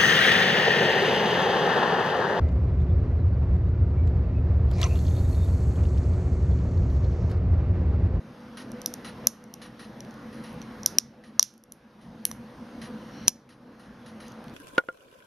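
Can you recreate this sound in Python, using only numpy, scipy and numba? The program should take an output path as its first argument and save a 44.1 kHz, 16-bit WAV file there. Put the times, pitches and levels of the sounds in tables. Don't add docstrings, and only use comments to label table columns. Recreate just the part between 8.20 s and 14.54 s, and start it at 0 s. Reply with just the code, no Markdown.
import sys
import numpy as np
from scipy import signal
from scipy.io import wavfile
from scipy.ndimage import uniform_filter1d
from numba import njit

SR = 44100
rng = np.random.default_rng(int(sys.argv[2]) if len(sys.argv) > 2 else 0)


def int16_out(signal):
    q = np.round(np.clip(np.atleast_2d(signal).T, -1, 1) * 32767)
    wavfile.write(sys.argv[1], SR, q.astype(np.int16))


N = 279594

# shards_db, walls_db, base_db
CRACKS = [(0.518, -35.5, 0.33, -3, -1, -15, -25), (.6168, -30, 0.26, -2, -4, -10, -24),
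          (0.6603, -11, 0.55, 16, -3, -12.5, -25), (.739, -22.5, 0.41, 0, -1.5, -10.5, -16),
          (1.0706, -2, 0.4, 10, -4.5, -12, -23), (1.2399, -36.5, 0.23, 2, -2, -19.5, -26.5),
          (1.3396, -22, 0.36, 2, -1.5, -10, -27), (1.8054, -28.5, 0.58, 13, -10, -7, -25),
          (1.8494, -43, 0.12, 2, 0, 9, -30), (1.9095, -43, .3, 0, -9.5, -5, -30),
          (1.9408, -47, .15, 2, -4, -3, -30), (2.3293, -50, .3, 3, 3, -8, -37),
          (2.342, -51.5, 0.35, 2, 11.5, -5, -33), (2.4169, -35, 0.2, -2, -11, 0, -29),
          (2.4255, -42, .3, 0, -18, -6, -28), (2.6327, -28.5, 0.16, -0.5, -13, -17, -27),
          (2.6609, -4, 0.19, -0.5, -4.5, -14.5, -31), (2.7849, 0.5, 0.4, 0, -8.5, -14, -30),
          (3.195, 10.5, 0.79, 0.5, -15, -22.5, -18.5), (3.2278, 8.5, 0.39, 0.5, -9.5, -11, -37),
          (3.339, -34.5, .31, 0, 2, -5, -32), (3.3788, -32.5, 0.8, 6, -2, -6, -31),
          (3.4379, -26.5, 0.37, 0, .6, -12.5, -37), (3.5215, -16, 0.57, 8, 4.5, -9, -18),
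          (4.0528, -2.5, 0.31, 2, 6.5, -4, -26), (4.1141, -18.5, 1.23, 19, -7, -8, -2.5),
          (5.0756, -22, .4, 38, -13.5, -11.5, -25.5), (5.079, -26, 0.33, 30, -3, -17, -20),
          (5.0807, -1.5, 0.36, 30.5, -12.5, -13, -19.5), (5.0819, -1.5, 0.32, 22, -7, -9, -20),
          (5.0849, -16.5, 11, 18.5, -1, -3.5, -12.5), (6.081, -37.5, 1.9, 0, -4, -15, -41),
          (6.12, -42, 0.56, 3, -4, -15, -20.5), (6.2414, -43, 0.5, 3, 6.5, 7.5, -24),
          (6.282, -42, 0.54, -2, -2.5, 11.5, -24), (6.297, -46, 0.44, 0, -8, 6, -9)]
# pitch_hz (centre of a small random detune), level_db (within the part), t60_s
PLASTIC_MODES = [
    [(5840, 7, 0.0079), (5330, -6, .005), (6500, -13.5, 0.0065)],
    [(9693, 0.5, 0.0045), (10660, 2.5, 0.00407), (11510, 3, .004), (12900, 0, 0.012)],
    [(3070, 4.5, 0.0056), (4390, 5.5, 0.0054), (2550, -3, 0.004)],
    [(1150, 5.5, 0.009), (1780, 3, .006)],
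    [(645, 4.5, 0.0068), (300, 0.5, 0.0054)],
]
PART_SPREAD = [0.074, .1, 0.28, 0.32, .3]
# pitch_hz, lean_db
LEFT_LEAN = [(300, 0.75), (1400, -2), (3000, -2.2), (4200, -1), (10000, -0.05)]
THUMP_DB = -28.5
FIRST_BREAK = 3.3
DETUNE = .013
BODY_HZ, SHARD_HZ, BODY_LAG_US = 3600, 7500, 38
FAR_FADE_DB_PER_S = 8999.5

# pitch_hz, t60_s
ROOM_DECAY = [(500, 0.2), (2600, 0.47), (6000, 0.28), (12000, 0.25)]
ROOM_DB = -19.0

# start_s, swell_s, hold_s, level_db, pitch_share (of the free ring)
FINGER_RUBS = [(4.74, 0.24, 0.12, -53.5, .97), (6.05, .02, 0.05, -56, 1.09)]
# (relative, per Hz)
SKIN_HISS = [(1500, -29.5), (3000, -17.5), (6000, -16.5), (9000, -25.5), (12000, -31)]
RUB_SWELL_DB, RUB_STOP_DB_PER_S = 22, 900

# start_s, length_s, level_db (at the start, without the jolt)
MOTOR_BURSTS = [(0.3704, 0.051, -38.5), (0.8455, 0.048, -38.5), (1.4156, 0.05, -37.5),
                (1.5925, .058, -40.5), (2.127, 0.15, -50), (2.2364, 0.081, -47.5), (3.037, .05, -42.5),
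                (3.8114, .06, -50.5), (4.6153, 0.05, -40.5), (5.29, .048, -41), (5.5942, .07, -47),
                (5.8608, .039, -44.5), (6.0012, .072, -44)]
# pitch_hz, width_hz, level_db (relative, at the peak)
GEAR_TONES = [(1210, 740, -2), (1870, 100, 6), (2924, 300, -4.5), (4020, 150, -3), (5200, 200, -16),
              (5750, 160, -5.5), (6574, 120, -12), (9370, 400, -14), (10200, 650, -11), (10970, 400, -15.5)]
# (relative, per Hz)
GEAR_FLOOR = [(600, -28), (1500, -7.5), (4500, -10), (7000, -18.5), (11500, -26), (13000, -27.5)]
WHIR_START_S, WHIR_JOLT_DB, WHIR_JOLT_S = .0015, 3.5, 0.0067
WHIR_SAG_DB_PER_S, WHIR_STOP_DB_PER_S = 90.5, 400.

# (relative, per Hz)
FAN_HUM = [(27.9, 5.7, -14), (56.25, 4.5, -8.5), (92, 11, -18), (129.4, 4.7, -6.5), (167.8, 9.9, -2.5),
           (198.6, 8.5, -4), (221.6, 16, 2), (243.8, 18, -2.5), (291.5, 16, -9), (328, 13, -11),
           (494.4, 13, -10.5), (561, 9.2, -14), (866, 4.1, -17)]
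# (relative, per Hz)
FAN_AIR = [(42, -40.5), (65, -22.5), (100, -16), (300, -17.5), (600, -20), (1700, -26), (2330, -33.5),
           (5800, -41), (6900, -47.5), (9600, -52), (12600, -51.5)]
# pitch_hz, likeness_share
FAN_LIKENESS = [(60, 1), (270, 1), (580, 0.95), (1240, .83), (2660, 0.72), (4000, .7), (5670, .93),
                (12100, 1)]
FAN_DB = -37.5
TONE_HZ, TONE_DB = 497, -51.5

# pitch_hz, gain_db
MIC_PORT = [(6200, -1), (6900, -4.5), (7400, -9.5), (7650, -27), (8000, -29), (8200, -9), (8700, 0.5)]
MIC_EDGE_HZ, EDGE_HZ = 12720, 16500

START_DB, LOWEST_DB, MOST_DB = -7.5, -19, 11.0
LIMIT_DB, SLOPE = -13.3, 4.
HOLD_S, RECOVER_PER_S, GLIDE_PER_S = 0.22, 1.42, 79


def snaps():
    near, far = np.zeros((2, N)), np.zeros((2, N))
    t = np.arange(1200) / SR
    break_t = t[:600]
    draws = np.diff(rng.standard_normal((len(CRACKS), 2, 601)))
    tunes = rng.standard_normal((len(CRACKS), 4))
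    for (start, level_db, crack_ms, lag_us, *parts_db), (main, other), tune in zip(CRACKS, draws, tunes):
        running = np.exp(-(break_t / (max(crack_ms, .05) / 1000)) ** 4)
        main = main + FIRST_BREAK * (break_t == 0)
        snap = np.zeros((2, 2, 1200))
        for modes, part_db, spread in zip(PLASTIC_MODES, [0, *parts_db, THUMP_DB], PART_SPREAD):
            breaks = running * np.array([main + spread * other, main - spread * other])
            hz, mode_db, t60 = np.transpose(modes)[:, :, None, None]

            left_us = np.where(hz < BODY_HZ, BODY_LAG_US, lag_us * (hz < SHARD_HZ))
            lag_s = left_us * np.array([[1e-6], [0]])
            tuned_hz = hz * (1 + DETUNE * tune[:len(modes), None, None])
            ring = amp(-60 * t / t60) * np.sin(2 * np.pi * tuned_hz * (t - lag_s))
            gain = amp(part_db + mode_db + read(LEFT_LEAN, hz) * np.array([[1], [-1]]))

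            ways = [(breaks, 1), (breaks[:, :4], amp(-FAR_FADE_DB_PER_S * t))]
            for way, (blows, fade) in enumerate(ways):
                soft_ring = ring * fade * np.minimum(t / .0002, 1)
                rung = signal.fftconvolve(blows[None], soft_ring, axes=2)[..., :1200]
                loudest = uniform_filter1d(rung ** 2, size=44).max(axis=2, keepdims=True)
                snap[way] += (gain * rung / np.sqrt(2 * loudest)).sum(axis=0)
        snap *= amp(level_db) * np.sqrt(2 * SR / 1000 / (snap[0] ** 2).sum())
        add(near, start, snap[0])
        add(far, start, snap[1])
    return near, far


def room(x):
    taps = np.zeros((2, SR // 2))
    at = np.arange(60, SR // 2 - 20, 20)
    at = at + rng.integers(0, 20, (2, len(at)))
    np.put_along_axis(taps, at, rng.choice([-1., 1.], at.shape), 1)
    taps[1] = 1.6 * taps[0] + 0.27 * taps[1]

    hz, t, bands = signal.stft(taps, SR, nperseg=128)
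    decay = amp(-60 * t / read(ROOM_DECAY, hz)[:, None])
    tail = signal.istft(bands * decay, SR, nperseg=128)[1]

    t = np.arange(tail.shape[1]) / SR
    walls_arrive = 1 + 1.2 * np.exp(-(t - .0102) / 0.0085)
    tail = tail * np.where(t < .0102, amp(-3.5), walls_arrive)
    return signal.fftconvolve(x, tail / np.linalg.norm(tail[0]), axes=1)[:, :N]


def fingertips():
    t, out = np.arange(N) / SR, np.zeros((2, N))
    for start, swell, hold, db, pitch in FINGER_RUBS:
        modes = [(hz * pitch, 2.2 / t60, mode_db) for hz, mode_db, t60 in PLASTIC_MODES[0] + PLASTIC_MODES[2]]
        swell_db = RUB_SWELL_DB * np.clip(1 - (t - start) / swell, 0, 1)
        stop_db = RUB_STOP_DB_PER_S * np.maximum(t - start - swell - hold, 0)
        friction = noise(SKIN_HISS, modes, [(2000, 0.88), (6000, 0.91)], size=256, patchy_db=2.5)
        out += (t > start) * amp(db - swell_db - stop_db) * friction
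    return out


def lens_motor():
    t, level = np.arange(N) / SR, np.zeros(N)
    for start, length, db in MOTOR_BURSTS:
        since = t - start
        onset = np.clip(since / WHIR_START_S, 0, 1)
        jolt_db = WHIR_JOLT_DB * np.exp(-abs(since) / WHIR_JOLT_S)
        run = onset * amp(db - WHIR_SAG_DB_PER_S * since + jolt_db)
        level += run * amp(-WHIR_STOP_DB_PER_S * np.maximum(since - length, 0))
    return level * noise(GEAR_FLOOR, GEAR_TONES, [(500, 0.8), (10000, 1.0)], size=512, patchy_db=2.0)


def fan():
    tone = amp(TONE_DB) * np.sin(2 * np.pi * TONE_HZ * np.arange(N) / SR)
    rush = noise(FAN_AIR, FAN_HUM, FAN_LIKENESS, size=4096, patchy_db=1.58)
    return amp(FAN_DB) * rush + tone


def noise(floor, peaks, same, size, patchy_db):
    hz = np.fft.rfftfreq(size, 1 / SR)
    a, b, c, d, patches = rng.standard_normal((4 * N // size + 6, len(hz), 5)).T
    power = amp(2 * read(floor, hz))
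    for peak_hz, width, db in peaks:
        power = power + amp(2 * db) / (1 + (2 * (hz - peak_hz) / width) ** 2) ** 2

    patches = uniform_filter1d(patches, size=4, axis=1)
    patches = evened(uniform_filter1d(patches, size=size // 100, axis=0))

    same = np.clip(read(same, hz), -1, 1)[:, None]
    left = a + 1j * b
    right = same * left + np.sqrt(1 - same ** 2) * (c + 1j * d)
    bands = np.array([left, right]) * np.sqrt(power)[:, None] * amp(patchy_db * patches)
    return evened(signal.istft(bands, nperseg=size, noverlap=3 * size // 4)[1][:, :N])


def amp(db):
    return 10 ** (np.asarray(db) / 20)


def evened(x):
    return x / np.sqrt(np.mean(x ** 2) + 1e-20)


def read(points, hz):
    f, value = np.transpose(points)
    return np.interp(np.log(hz + 1), np.log(f + 1), value)


def add(mix, start, sound):
    part = mix[:, round(start * SR):][:, :sound.shape[1]]
    part += sound[:, :part.shape[1]]


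def scene():
    near, far = snaps()
    return near + amp(ROOM_DB) * room(far) + fingertips() + lens_motor() + fan()


@njit
def gain_control(level_db, start_db, limit_db, slope, most_db, lowest_db, hold, recover, glide):
    gain_db, target, since_cut = np.zeros(len(level_db)), start_db, hold
    applied = start_db
    for i in range(len(level_db)):
        since_cut += 1
        over_db = level_db[i] + applied - limit_db
        wanted = max(applied - min(slope * over_db, most_db), lowest_db)
        if wanted < target:
            target, since_cut = wanted, 0.
        elif since_cut > hold:
            target -= target * recover
        applied += glide * (target - applied)
        gain_db[i] = applied
    return gain_db


def record(dry):
    hz = np.linspace(0, SR / 2, 513)
    port = signal.minimum_phase(signal.firwin2(1023, hz, amp(2 * read(MIC_PORT, hz)), fs=SR))
    mic_edge = signal.firwin(255, MIC_EDGE_HZ, window=("kaiser", 8), fs=SR)
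    heard = signal.oaconvolve(signal.lfilter(port, 1, dry), mic_edge[None], "same", axes=1)

    power = uniform_filter1d((heard ** 2).mean(0), size=176, origin=87)
    level_db = 10 * np.log10(abs(power) + 1e-12)
    gain_db = gain_control(level_db, START_DB, LIMIT_DB, SLOPE, MOST_DB, LOWEST_DB,
                           HOLD_S * SR, RECOVER_PER_S / SR, GLIDE_PER_S / SR)

    clipped = np.clip(heard * amp(gain_db), -1, 1)
    last_edge = signal.firwin(255, EDGE_HZ, window=("kaiser", 8), fs=SR)
    return signal.oaconvolve(clipped, last_edge[None], "same", axes=1)


dry = scene()
out = record(dry)
int16_out(out)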